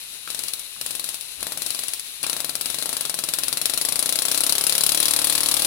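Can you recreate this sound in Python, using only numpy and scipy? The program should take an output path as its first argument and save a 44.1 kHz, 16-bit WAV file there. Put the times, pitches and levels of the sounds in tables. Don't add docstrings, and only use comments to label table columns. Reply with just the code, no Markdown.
import sys
import numpy as np
from scipy import signal
from scipy.fft import rfft, irfft
from scipy.io import wavfile
from scipy.ndimage import uniform_filter1d

SR = 44100
rng = np.random.default_rng(int(sys.argv[2]) if len(sys.argv) > 2 else 0)


def persist_wave(psi):
    counts = np.round(np.clip(psi, -1, 1) * 32767).astype(np.int16)
    wavfile.write(sys.argv[1], SR, np.atleast_2d(counts).T)


def linear_from_db(decibels):
    return 10 ** (np.asarray(decibels, float) / 20)


N = 249606

# (frequency [Hz], level [dB])
HOUSE_SPECTRUM = [(20, -4), (40, 9), (70, -14), (130, 1), (300, -22), (800, -24), (2000, -11), (16000, -48)]
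# (delay [s], left level [dB], right level [dB])
REFLECTIONS = [
    (.0037, -10, -9.5),
    (.0052, -38, -40),
]
MODE_FREQUENCIES = [50, 74, 150, 186, 298, 410, 518, 594, 928, 1061]
# (bandwidth [Hz], level [dB])
MODE_WIDTHS_LEVELS = [(24.8, -21), (11.9, 4), (30, 4.5), (24.9, -3), (29.7, -1), (23.8, -13.5),
                      (20.5, -18.5), (18.5, -11), (29.6, -18), (35, -10)]
ROOM_T60_S, ROOM_TREBLE_T60_S, ROOM_DB = 0.68, 0.066, -4.5

# (time [s], level [dB])
LEAK_LEVEL = [(0, -34), (1.2, -35), (2.0, -32.5), (2.6, -34), (3.0, -32), (3.2, -34.5), (4.5, -30.5),
              (4.9, -29.5), (5.66, -28)]
# (frequency [Hz], level [dB])
LEAK_SPECTRUM = [(100, 1), (300, 0), (1000, -4), (2000, -3), (2650, 3), (3300, -0.5), (3900, 4.5),
                 (4600, 0), (6500, 5.5), (10000, -2.5), (12500, -3), (16000, -1)]
REST_DB, REST_SHARP_DB = -2, -12
REST_HOLLOW = 0.4

# (time [s], length [s], level [dB], ring [Hz])
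FINGER_DRAGS = [
    (.2745, 0.0047, -23.5, 1430),
    (0.762, 0.005, -35, 900),
    (1.399, 0.0053, -36, 1600),
    (2.241, 0.0051, -20.5, 1470),
]
# (frequency [Hz], level [dB])
PLATE_SPECTRUM = [(20, 2), (50, -18.5), (100, 0.5), (200, 1.5), (400, -9.5), (800, -14.5), (16000, -60)]
SHAKE_CALMS_DB = 0.9

# (time [s], speed [turns/s])
WHEEL_SPINS = [
    [(.3022, 22.71), (.444, 22.01), (.594, 15.69)],
    [(.8123, 18.84), (.907, 23.22), (1.074, 21.03), (1.209, 13.13)],
    [(1.4282, 27.79), (1.514, 16.25), (1.595, 22.25), (1.678, 23.97), (1.85, 21.9), (1.995, 15.06)],
    [(2.2374, 36.06), (2.311, 30.1), (2.41, 25.11), (2.548, 14.75), (2.652, 22.77), (2.786, 24.19)],
    [(2.8247, 31.29), (2.987, 23.88), (3.241, 20.12), (3.391, 20.28), (4.067, 30.47), (4.225, 31.49),
     (4.532, 34.63), (4.828, 35.76), (5.051, 37.2), (5.425, 37.01), (5.674, 37.45)],
]
# (jet level [dB], pop level [dB])
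DYING_SPINS = [
    (-17.5, -28.5),
    (-17.5, -26),
    (-17.5, -22.5),
]
JET_GAIN_DB_S, POP_SAG_DB_S = 4.5, 22.5
LAST_JET_DB, LAST_POP_DB = -5, -25
JET_SCATTER_DB, POP_SCATTER_DB = 0.98, -0.3
# (time [s], jet level [dB], pop level [dB])
HALF_STROKES = [
    (.2768, -30, -33),
    (1.4061, -26, -41),
    (2.2298, -18, -32),
]
# (time [s], added jet level [dB])
STROKE_ACCENTS = [
    (.302, -2),
    (.812, 3.5),
    (1.663, 3),
    (2.237, -3),
    (2.658, 1),
    (2.785, -2.5),
    (3.288, 0),
]
# (time [s], jet level [dB], pop level [dB], late flow level under the jet [dB])
RUNNING_PRESSURE = [(2.24, -16, -23, -8.5), (2.49, -13, -23, -12), (2.76, -16.5, -26.5, -4),
                    (2.84, -17.5, -23, -2.5), (3.0, -14, -23.5, -8), (3.4, -11.5, -23.5, -7),
                    (3.8, -12.5, -22.5, -4), (4.2, -12.5, -22, -1.5), (4.5, -12, -21.5, -1),
                    (4.9, -10.5, -22, -3), (5.2, -12.5, -20.5, 0.5), (5.66, -14.5, -23, 4.5)]
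# (frequency [Hz], level [dB])
JET_SPECTRUM = [(300, -24.5), (1000, -7.5), (2000, -6.5), (3000, -2), (6000, 4.5), (10000, -1),
                (13000, -2.5), (16000, 1)]

# (frequency [Hz], level [dB])
PHONE_SHADOW = [(100, -3), (500, -5), (1500, -8), (4000, -12), (7000, -15), (10000, -13), (13000, -20),
                (16000, -22)]
# (frequency [Hz], level [dB])
LEFT_MIC_PORT = [(30, 2), (150, -7), (2000, 4.5), (3000, 6), (4100, 10), (5200, 3.5), (6500, -1), (8200, 7),
                 (9200, 10.5), (10200, 18.5), (11300, 9.5), (13000, 7.5), (16000, -8)]
# (frequency [Hz], level [dB])
RIGHT_MIC_PORT = [(30, 0), (150, -9.5), (2000, 3), (3000, 10), (4100, 7), (5200, 1.5), (6500, -2.5),
                  (8000, 4), (9500, -2.5), (11000, 12), (13000, 5), (16000, 8.5)]


def noise():
    return rng.standard_normal(N)


def convolve(x, response):
    return signal.fftconvolve(x, response)[:N]


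def colour(x, points):
    hz, db = np.transpose(points)
    log_hz = np.log(np.linspace(1, SR / 2, 2049))
    log_gain = np.interp(log_hz, np.log(hz), db) * np.log(10) / 20
    cepstrum = irfft(log_gain)
    cepstrum[1:2048] *= 2
    cepstrum[2049:] = 0
    return convolve(x, irfft(np.exp(rfft(cepstrum))))


def band(x, hz, width_hz):
    return signal.lfilter(*signal.iirpeak(hz, hz / width_hz, fs=SR), x)


def above(x, hz):
    return signal.sosfilt(signal.butter(2, hz, "high", fs=SR, output="sos"), x)


def walk(rate):
    hold = int(SR / rate)
    return 1.2 * uniform_filter1d(noise()[np.arange(N) // hold], hold)


def speed():
    t = np.arange(N) / SR
    turning = t > WHEEL_SPINS[len(DYING_SPINS)][0][0]
    for spin in WHEEL_SPINS[:len(DYING_SPINS)]:
        turning |= (t > spin[0][0]) & (t < spin[-1][0])
    return turning * np.interp(t, *np.concatenate(WHEEL_SPINS).T)


def house():
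    t = np.arange(N) / SR
    thud = np.exp(-((t - 1.41) / 0.031) ** 2) * band(noise(), 45, 40)
    thud = thud / np.abs(thud).max()
    mid, side = (colour(noise(), HOUSE_SPECTRUM) * linear_from_db(0.98 * walk(13.0)) for _ in range(2))
    return linear_from_db(-43.5) * (mid + linear_from_db(8) * thud + 0.34 * side * np.array([[1], [-1]]))


def kitchen(x):
    t = np.arange(SR // 2) / SR
    smooth = [.12], [1, -.88]
    bass = signal.lfilter(*smooth, rng.standard_normal(len(t)))
    boom = 0
    for hz, (width, db) in zip(MODE_FREQUENCIES, MODE_WIDTHS_LEVELS):
        boom = boom + linear_from_db(db) * band(x, hz, width)
    out = []
    for side in (0, 1):
        tail = rng.standard_normal(len(t))
        low = signal.lfilter(*smooth, tail)
        shared = 0.4 * bass + 0.12 * low
        tail = shared * linear_from_db(-60 * t / ROOM_T60_S) + (tail - low) * linear_from_db(-60 * t / ROOM_TREBLE_T60_S)
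        onset = 1 - np.exp(-t / 0.0041)
        tail *= onset * linear_from_db(ROOM_DB) / np.sqrt(np.sum(tail ** 2))
        for delay, *db in REFLECTIONS:
            tail[int(delay * SR)] += linear_from_db(db[side] - 8.7 * side)
        out.append(convolve(x, tail) + boom)
    return np.array(out)


def leak():
    rest = uniform_filter1d(1. * (speed() == 0), SR // 16)
    db = np.interp(np.arange(N) / SR, *np.transpose(LEAK_LEVEL)) + REST_DB * rest
    streams = []
    for _ in range(2):
        hiss = colour(noise(), LEAK_SPECTRUM)
        dulling = (linear_from_db(REST_SHARP_DB * rest) - 1) * above(hiss, 11000)
        hollow = REST_HOLLOW * rest * band(hiss, 7600, 2700)
        flutter_db = 1.5 * walk(23.95) + 0.43 * walk(360)
        streams.append(linear_from_db(db - 3 + flutter_db) * (hiss + dulling - hollow))
    return streams


def stutter():
    return noise() * linear_from_db(4 * walk(400))


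def flicks():
    t, out = np.arange(N) / SR, 0
    for at, length, db, hz in FINGER_DRAGS:
        touch = np.exp(-((t - at - length / 2) / (length / 2)) ** 2)
        drag = touch * band(stutter(), hz, 990)
        out = out + linear_from_db(db) * drag / np.abs(drag).max()
    return out


def shake(pops):
    motion = np.sqrt(np.maximum(uniform_filter1d(pops ** 2, SR // 12), 0))
    calm_db = SHAKE_CALMS_DB * np.maximum(speed() - 21, 0)
    return linear_from_db(9.5 - calm_db) * motion * colour(noise(), PLATE_SPECTRUM)


def strokes():
    rows = [HALF_STROKES]
    when, running_jet, running_pop, _ = np.transpose(RUNNING_PRESSURE)
    for k, spin in enumerate(WHEEL_SPINS):
        at, turns_per_s = np.transpose(spin)
        t = np.arange(at[0], at[-1] + .03, 1 / SR)
        turns = np.cumsum(np.interp(t, at, turns_per_s)) / SR
        count = round(np.interp(at[-1], t, turns)) + 1
        s = np.interp(np.arange(count), turns, t)
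        if k < len(DYING_SPINS):
            first_jet, first_pop = DYING_SPINS[k]
            age, last = s - s[0], s == s[-1]
            jet_db = first_jet + JET_GAIN_DB_S * age + LAST_JET_DB * last
            pop_db = first_pop - POP_SAG_DB_S * age + LAST_POP_DB * last
        else:
            jet_db, pop_db = np.interp(s, when, running_jet), np.interp(s, when, running_pop)
        scatter = rng.standard_normal((len(s), 2)) * [JET_SCATTER_DB, POP_SCATTER_DB]
        rows.append(np.c_[s, np.c_[jet_db, pop_db] + scatter])
    rows = np.concatenate(rows)
    s, jet_db, pop_db = rows[np.argsort(rows[:, 0])].T
    for at, db in STROKE_ACCENTS:
        jet_db = jet_db + db * (np.abs(s - at) < .005)
    turn_s = np.clip(np.diff(s, append=s[-1] + .027), .025, .055)
    return s, jet_db, pop_db, turn_s


def engine():
    s, jet_db, pop_db, turn_s = strokes()
    when, *_, late_db = np.transpose(RUNNING_PRESSURE)
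    late_db = np.interp(s, when, late_db)
    slowness = (turn_s / .027) ** .56
    around = np.arange(-150, 900)
    blow, sweep, squeeze, pops = np.zeros((4, N + SR))
    for at, jet_level, pop_level, late, slow in zip(s, jet_db, pop_db, late_db, slowness):
        i = int(at * SR) + around
        t = i / SR - at
        shut = t - .0079 * slow
        rise = 1 / (1 + np.exp(-(t - 0.00066 * slow) / (0.00044 * slow ** 0.71)))
        empty = np.exp(-(np.maximum(t, 0) / .0017) ** 1.58)
        closing = 1 + np.exp((shut - .0003) / 0.000097)
        blow[i] += linear_from_db(jet_level + 9.5) * rise * empty
        sweep[i] += linear_from_db(jet_level + late - 6.0) * rise / closing
        squeeze[i] += linear_from_db(jet_level + late - 5) * np.exp(-((shut - .0014) / .00045) ** 2)
        push = np.exp(-(t / .00012) ** 2) - .26 * np.exp(-((t - .00085) / .00042) ** 2)
        pull = np.exp(-(shut / .00025) ** 2) - .3 * np.exp(-((shut - .0009) / .0006) ** 2)
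        pull_gain = linear_from_db(late - 7.0 - (slow - 2.5))
        pops[i] += linear_from_db(pop_level + 5.0) * (push - pull_gain * pull)
    return blow[:N], sweep[:N], squeeze[:N], pops[:N]


def jet(blow, sweep, squeeze):
    gas = colour(noise(), JET_SPECTRUM)
    big = gas - above(gas, 7270)
    small = above(colour(noise(), JET_SPECTRUM), 9400)
    big *= (blow + sweep) * linear_from_db(0.47 * walk(600))
    small *= (blow + linear_from_db(-1) * sweep) * linear_from_db(0.9 * walk(900))
    slit = squeeze * above(above(noise(), 13000), 13000)
    return linear_from_db(-8) * (big + small + linear_from_db(9.0) * slit)


def scene():
    near, far = leak()
    *flows, pops = engine()
    front, aside = jet(*flows), jet(*flows)
    knocks = pops + flicks() + shake(pops)
    shaded = colour(knocks + .5 * front + .8 * aside + .6 * near, PHONE_SHADOW)
    shaded = np.r_[np.zeros(4), shaded][:N]
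    left, right = knocks + front + near, shaded + linear_from_db(-7.0) * far
    return house() + kitchen(knocks + aside) + [left, right]


def band_limit(x):
    return signal.sosfilt(signal.butter(12, 15900, fs=SR, output="sos"), x)


def record(dry):
    wet = np.array([colour(dry[0], LEFT_MIC_PORT), colour(dry[1], RIGHT_MIC_PORT)])
    wet = wet / (1 + np.abs(wet) ** 6) ** (1 / 6)
    wet = above(wet, 50)
    wet = signal.sosfilt(signal.ellip(10, .2, 70, 15900, fs=SR, output="sos"), wet)
    return band_limit(wet)


dry = scene()
out = record(dry)
persist_wave(out)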